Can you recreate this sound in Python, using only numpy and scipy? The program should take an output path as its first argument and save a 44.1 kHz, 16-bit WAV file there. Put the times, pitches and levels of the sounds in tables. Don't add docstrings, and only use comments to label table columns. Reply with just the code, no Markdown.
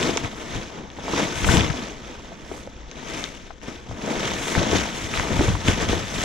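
import sys
import numpy as np
from scipy import signal
from scipy.fft import rfft, irfft
from scipy.io import wavfile

SR = 44100
rng = np.random.default_rng(int(sys.argv[2]) if len(sys.argv) > 2 else 0)


def materialize(psi):
    bounded = np.clip(np.atleast_2d(psi).T, -1, 1)
    quanta = np.round(bounded * 32767).astype(np.int16)
    wavfile.write(sys.argv[1], SR, quanta)


N = 275184
TIME = np.arange(N) / SR
SLOW_TIME = TIME[::64]


def gain_of(db):
    return 10 ** (np.asarray(db) / 20)


def unit_rms(x):
    return x / np.sqrt(np.mean(x ** 2) + 1e-20)


def curve_at(points, hz):
    f, value = np.transpose(points)
    return np.interp(np.log(hz + 1), np.log(f + 1), value)


def add(mix, s, sound):
    part = mix[:, max(round(s * SR), 0):][:, :sound.shape[1]]
    part += sound[:, :part.shape[1]]


def panned(x, side_db):
    return x * gain_of(np.array([[.5], [-.5]]) * side_db)


def wander(hz):
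    f = np.fft.rfftfreq(N, 1 / SR)
    band = np.exp(-(f / hz) ** 2) * (1 - np.exp(-(f / 12) ** 2))
    drift = irfft(rfft(rng.standard_normal(N)) * band, N)
    return 2 * np.tanh(unit_rms(drift) / 2)


def colour(x, spectrum, size=4096):
    log_gain = np.log(gain_of(curve_at(spectrum, abs(np.fft.fftfreq(size, 1 / SR)))))
    taps = np.fft.ifft(np.exp(np.conj(signal.hilbert(log_gain)))).real
    return signal.oaconvolve(x, taps[None], axes=1)[:, :x.shape[1]]


def ports(x):
    # f/Hz, correlation
    likeness = [(30, 1), (70, 0.44), (150, 0.92), (350, 0.99), (700, 0.65), (1300, 0.18), (1800, 0.55),
                (3700, 1), (5000, 0.49), (6200, 0.31), (7200, 0.033), (15000, 0.062)]
    # f/Hz, phase/rad
    lead = [(300, -0.43), (550, 0.14), (800, -1.52), (1400, -0.46), (2300, -0.79), (2800, -0.81),
            (5000, 0.26)]
    # f/Hz, level/dB
    lean = [(40, 7), (110, 4.5), (200, 2.5), (380, 4), (700, 5), (1290, 2.5), (2380, -1), (4400, 3.5),
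            (8120, 2), (15000, -3)]
    hz = np.fft.rfftfreq(x.shape[1], 1 / SR)
    common, apart = rfft(x)
    same = np.clip(curve_at(likeness, hz), -.99, .99)
    mid, side = common * np.sqrt(1 + same), apart * np.sqrt(1 - same)
    pair = np.array([mid + side, (mid - side) * np.exp(-1j * curve_at(lead, hz))])
    return irfft(panned(pair, curve_at(lean, hz) - 3), x.shape[1])


def noise(spectrum):
    return unit_rms(ports(colour(rng.standard_normal((2, N)), spectrum)))


def arch_db(s, swell_s, settle_s):
    return -21.5 * np.maximum((s - SLOW_TIME) / swell_s, (SLOW_TIME - s) / settle_s) ** 1.158


def power_sum(levels_db):
    return np.interp(TIME, SLOW_TIME, np.linalg.norm(gain_of(levels_db), axis=0))


def buckles(per_s, spread_db, low_hz, high_hz, cycles, count=48):
    t, out = np.arange(2048) / SR, np.zeros((2, N))
    size = gain_of(spread_db * np.minimum(rng.exponential(1, N), 4))
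    occurs = rng.random(N) < per_s / SR
    kicks = size * occurs * rng.choice([-1, 1], (2, N))
    spot = rng.integers(0, count, N)
    for k, hz in enumerate(np.geomspace(low_hz, high_hz, count)):
        ring = hz * np.cos(2 * np.pi * hz * t) * np.exp(-t * hz / cycles)
        out += signal.oaconvolve(kicks * (spot == k), ring[None], axes=1)[:, :N]
    return unit_rms(out)


def rustle(grains, rubbing, spectrum, swell_db):
    clumps = (grains + rubbing * rng.standard_normal((2, N))) * gain_of(swell_db)
    return unit_rms(ports(colour(clumps, spectrum)))


def crinkling(jerks):
    # f/Hz, level/dB
    spectrum = [(300, -13.5), (700, -5.5), (1200, -2), (2200, 0), (2700, -3), (3500, -2), (4500, -11),
                (5400, -7), (6300, -6), (7000, -12), (7800, -15.5), (8400, -45), (11000, -47), (16000, -29)]
    creases = buckles(per_s=6000, spread_db=3, low_hz=450, high_hz=8750, cycles=2.3)
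    ticks = buckles(per_s=19, spread_db=1.5, low_hz=1780, high_hz=5000, cycles=0.68, count=6)
    return rustle(creases + gain_of(-19) * ticks, 1, spectrum, 1.22 * jerks)


def rumpling(jerks):
    # f/Hz, level/dB
    spectrum = [(60, -33), (130, -1), (220, 1), (420, -3), (600, -6.5), (900, -7.5), (1600, -17.5),
                (4000, -50)]
    folds = buckles(per_s=1600, spread_db=3, low_hz=89.7, high_hz=2460, cycles=1)
    thuds = buckles(per_s=15, spread_db=1, low_hz=377, high_hz=1130, cycles=1.3, count=8)
    return rustle(folds + gain_of(-18.5) * thuds, 1.95, spectrum, 0.72 * jerks)


def weave_hiss(sliding, jerks):
    # f/Hz, relative level/dB
    sheen = [(2000, -43), (3500, -59), (4600, -22), (6200, 34), (7700, 33.5), (8700, 28.5), (10200, 24.5),
             (12000, 18.5), (14000, 16.5), (16000, -6)]
    return np.hypot(sliding, skidding()) * gain_of(1.57 * jerks) * noise(sheen)


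def moved_air(pull, jerks):
    # peak t/s, level/dB, swell and settle time/s
    billows = [(0.06, -34.5, .3), (0.246, -28.5, 0.053), (0.57, -24, 0.058), (1.49, -17, 0.14),
               (1.575, -17, 0.15), (1.70, -26, 0.055), (3.918, -28, 0.051), (4.343, -35, 0.14),
               (4.589, -20, 0.054), (4.744, -24.5, 0.12), (5.051, -26, 0.043), (5.18, -25, .09),
               (5.39, -22, .14), (5.492, -17, 0.14), (5.7, -20, 0.1), (5.895, -22, .22), (6.21, -28, 0.16)]
    # f/Hz, relative level/dB
    spectrum = [(10, -18), (25, -9), (45, 3.5), (72, 2.5), (100, 4), (130, 0.5), (180, -3.5), (300, -18.5),
                (800, -69.5)]
    s, top_db, length_s = np.transpose(billows)[:, :, None]
    billowing = power_sum(top_db + arch_db(s, length_s, length_s))
    draught = gain_of(-13.5) * pull
    return np.hypot(billowing, draught) * gain_of(-1.5 + 0.25 * jerks) * noise(spectrum)


def pulled_cloth():
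    # fastest t/s, swell/s, settle/s, level/dB, extra rumple/dB, extra hiss/dB
    pulls = [(0.048, 0.93, 0.28, -25, 1, 1.5), (0.245, 0.05, 0.088, -32, 1, 0),
             (0.41, 0.43, .25, -39, 3, 4.5), (0.55, 0.24, 0.3, -33, 0, 0.5),
             (0.77, 0.14, 0.23, -42, 6.5, -4.5), (1.195, 0.24, 0.25, -24.5, 1, 0.5),
             (1.40, 0.18, 0.19, -29, -19, 7), (1.54, 0.18, 0.24, -20.5, 1, -1),
             (1.825, 1, 0.31, -34.5, 1.5, 0.5), (2.083, 0.25, 0.52, -41, 1.5, 0),
             (2.29, 0.26, 1, -46, 1.5, -2), (2.555, 0.24, 0.23, -41.5, 3.5, 7),
             (2.8, 0.38, 1, -48.5, 2, -14), (2.99, 0.18, .15, -41.5, 1, -2),
             (3.1, 0.17, 0.51, -34.5, -2.5, -0.5), (3.199, 0.25, .2, -34.5, -1.5, 6),
             (3.46, 0.17, 0.12, -47.5, -1, 0), (3.635, 0.027, 0.13, -41.5, 1, 2),
             (3.689, 0.1, 0.32, -39, 0.5, 1), (3.918, 0.097, 0.043, -42, 2.5, -1),
             (4.11, 0.23, 0.38, -30.5, 4.5, 1.5), (4.255, 0.17, 0.37, -26.5, -1.5, -0.5),
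             (4.5, 0.32, 0.28, -29, -11, 9.5), (4.59, 0.2, 0.46, -26.5, 3.5, -7),
             (4.755, .15, 0.23, -23, -2.5, 2), (4.987, 0.25, 0.62, -31, -3.5, 5),
             (5.165, 0.093, 0.22, -26.5, -3, 3), (5.3, 0.27, 0.36, -35, 6.5, 3),
             (5.44, 0.35, 0.31, -27, 0.5, 3.5), (5.69, 0.095, .16, -22.5, -2.5, 2.5),
             (5.829, 0.11, 0.062, -24.5, .5, 0.5), (5.905, 0.094, 0.28, -26, 0, 2.5),
             (6.22, 0.31, .6, -26.5, -3, 5)]
    # t/s, left over right/dB
    side_curve = [(0, 4), (.4, 2.5), (1.2, 2), (1.5, 5.5), (1.85, 2), (2.45, -0.5), (3.05, 4.5), (3.7, 4.5),
                  (4.0, 2), (4.45, 3), (6.24, 3)]
    s, swell_s, settle_s, top_db, folds_db, weave_db = np.transpose(pulls)[:, :, None]
    arch = arch_db(s, swell_s, settle_s)
    pull = power_sum(top_db + arch)
    folding = power_sum(top_db + folds_db + 0.96 * arch)
    pivot_db, hiss_slope = -27.5, 1.14
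    sliding = power_sum(pivot_db - 17 + weave_db + hiss_slope * (top_db + arch - pivot_db))
    jerks = wander(hz=60)
    out = gain_of(-1.15) * pull * crinkling(jerks) + folding * rumpling(jerks)
    out += weave_hiss(sliding, jerks) + moved_air(pull, jerks)
    return panned(out, np.interp(TIME, *np.transpose(side_curve)))


def ground_reflection(direct):
    t = np.arange(3000) / SR
    scatter = rng.standard_normal((2, len(t))) * np.exp(-t / 0.0047) * (t > .003)
    return signal.oaconvolve(direct, scatter / np.linalg.norm(scatter[0]), axes=1)[:, :N]


def outdoors():
    # f/Hz, relative level/dB
    spectrum = [(24, -16), (40, -45), (191, -18), (490, 17), (804, -8), (1060, -3), (1290, -7), (6140, -56),
                (15000, -62)]
    return gain_of(-57) * noise(spectrum)


def breeze():
    # f/Hz, relative level/dB
    spectrum = [(10, -5.5), (25, 7), (39, -2), (56, 8), (100, -6), (170, -11), (300, -25), (800, -82)]
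    return gain_of(-45 + 2.9 * wander(hz=24)) * noise(spectrum)


def burst(hz, decay_s, rise_s, cycles, rough, apart, crack):
    t = np.arange(4096) / SR
    common, side = rng.uniform(-1.005, 1, (2, len(t))) * np.exp(-t / decay_s) * (1 - np.exp(-t / rise_s))
    flurry = np.array([common + apart * side, common - apart * side]) / np.linalg.norm(common)
    ring = np.sin(2 * np.pi * hz * t) * np.exp(-t * hz / cycles)
    response = signal.fftconvolve(rough * flurry + (t == 0), ring[None], axes=1)[:, :len(t)]
    jump = unit_rms(response) + crack * unit_rms(flurry)
    return unit_rms(jump) * np.sqrt((decay_s + cycles / hz) / t[-1]) / 2


def snaps():
    # t/s, relative level/dB, f/Hz, left over right/dB, decay/s
    creases = [(0.029, -11, 3460, 3, 0.00029), (0.1725, -11.5, 6000, 3, 0.00062),
               (0.1759, -18.5, 1900, -7, .0011), (0.2464, -24, 2090, -7, 0.0018),
               (0.6243, -31, 2620, 4, 0.00069), (0.902, -33.5, 3530, 3, .0008),
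               (1.162, -25, 4430, -2, 0.0024), (1.4451, -16.5, 2350, 1, 0.0025),
               (1.5705, -11, 3630, -1, 0.00065), (1.607, -17.5, 2890, -5, 0.0019),
               (2.9135, -30.5, 4560, 1, 0.0011), (3.24, -21.5, 4270, 8, 0.0021),
               (3.508, -45, 1900, 13, .0012), (3.616, -36.5, 2270, 10, 0.00053),
               (4.5518, -13, 1930, 0, 0.00038), (5.139, -16.5, 2500, 3, 0.00054),
               (5.1748, -17.5, 2090, 2, 0.00086), (5.1967, -15.5, 1800, 1, .002),
               (5.6772, -13, 3360, 1, 0.00027), (5.683, -13.5, 3130, 6, 0.0011),
               (5.6827, -16.5, 7600, 6, 0.00055), (5.889, -19.5, 3700, 4, 0.0011)]
    out = np.zeros((2, N))
    for s, db, hz, side_db, decay_s in creases:
        tick = burst(hz, decay_s, rise_s=.0001, cycles=0.72, rough=3.5, apart=0.61, crack=0.24)
        add(out, s, panned(gain_of(db + 6) * tick, side_db))
    return colour(out, [(150, -24), (1000, 1), (3500, 0.5), (4500, -9.5), (6400, 7.5), (8000, -4),
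                        (9500, -8), (15000, -25)])


def flaps():
    # t/s, relative level/dB, f/Hz, left over right/dB, decay/s
    panels = [(0.0925, -17.5, 337, 6, 0.012), (0.1621, -21.5, 450, -2, 0.0054),
              (0.2364, -21, 169, 5, 0.0082), (0.9867, -30.5, 550, 0, .006), (1.0812, -29.5, 850, -5, 0.01),
              (1.1355, -13.5, 295, 1, 0.0047), (1.138, -24, 860, -7, 0.0023), (1.488, -22, 1410, 3, .005),
              (1.4933, -7, 125, 11, 0.0044), (1.539, -9, 193, 8, 0.0071), (1.6466, -13.5, 226, 4, .004),
              (1.6999, -12, 141, 11, .005), (2.3195, -36.5, 555, -1, .005), (2.515, -24, 430, 3, 0.0047),
              (2.674, -30.5, 483, 0, 0.0038), (3.1948, -23.5, 225, 1, 0.0046),
              (3.5057, -38, 896, 10, 0.0043), (3.683, -21.5, 262, 2, .007), (3.912, -29, 694, 1, 0.0012),
              (4.5782, -9, 138, 12, 0.0042), (4.6143, -22.5, 520, 1, 0.0047),
              (4.731, -13.5, 377, 6, 0.0064), (4.7535, -10.5, 233, 5, 0.013), (5.316, -17, 142, 12, 0.01),
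              (5.393, -6.5, 200, -2, 0.0065), (5.4086, -9.5, 380, 4, 0.0056),
              (5.4815, -11.5, 115, -5, 0.0052), (5.552, -26, 950, -8, 0.0021), (5.685, -4.5, 204, 4, .009),
              (5.896, -15.5, 217, -5, 0.014), (5.931, -13, 398, 5, 0.0033)]
    out = np.zeros((2, N))
    for s, db, hz, side_db, decay_s in panels:
        thud = burst(hz, decay_s, rise_s=0.00048, cycles=0.86, rough=0.92, apart=0.48, crack=0.27)
        add(out, s, panned(gain_of(db - 0.5) * thud, side_db + 0.5))
    return colour(out, [(25, -1.5), (90, 1.5), (200, -3.5), (400, 4.5), (1500, 13), (3500, -1.5),
                        (7000, -9.5), (12000, -38)])


def skidding():
    # start t/s, duration/s, level/dB
    skids = [(1.453, 0.13, -33), (2.523, .095, -56), (3.06, 0.33, -61)]
    start, length_s, level_db = np.transpose(skids)[:, :, None]
    edge_s = 0.0061
    inside = np.minimum(TIME - start, start + length_s - TIME) / edge_s
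    return (gain_of(level_db) * (1 + np.tanh(inside)) / 2).sum(0)


def scene():
    direct = pulled_cloth() + snaps() + flaps()
    return direct + gain_of(-14) * ground_reflection(direct) + outdoors() + breeze()


def record(dry):
    edge_hz = 15750
    low_pass = signal.firwin(511, edge_hz, window=("kaiser", 9), fs=SR)
    return signal.oaconvolve(np.tanh(dry), low_pass[None], "same")


dry = scene()
out = record(dry)
materialize(out)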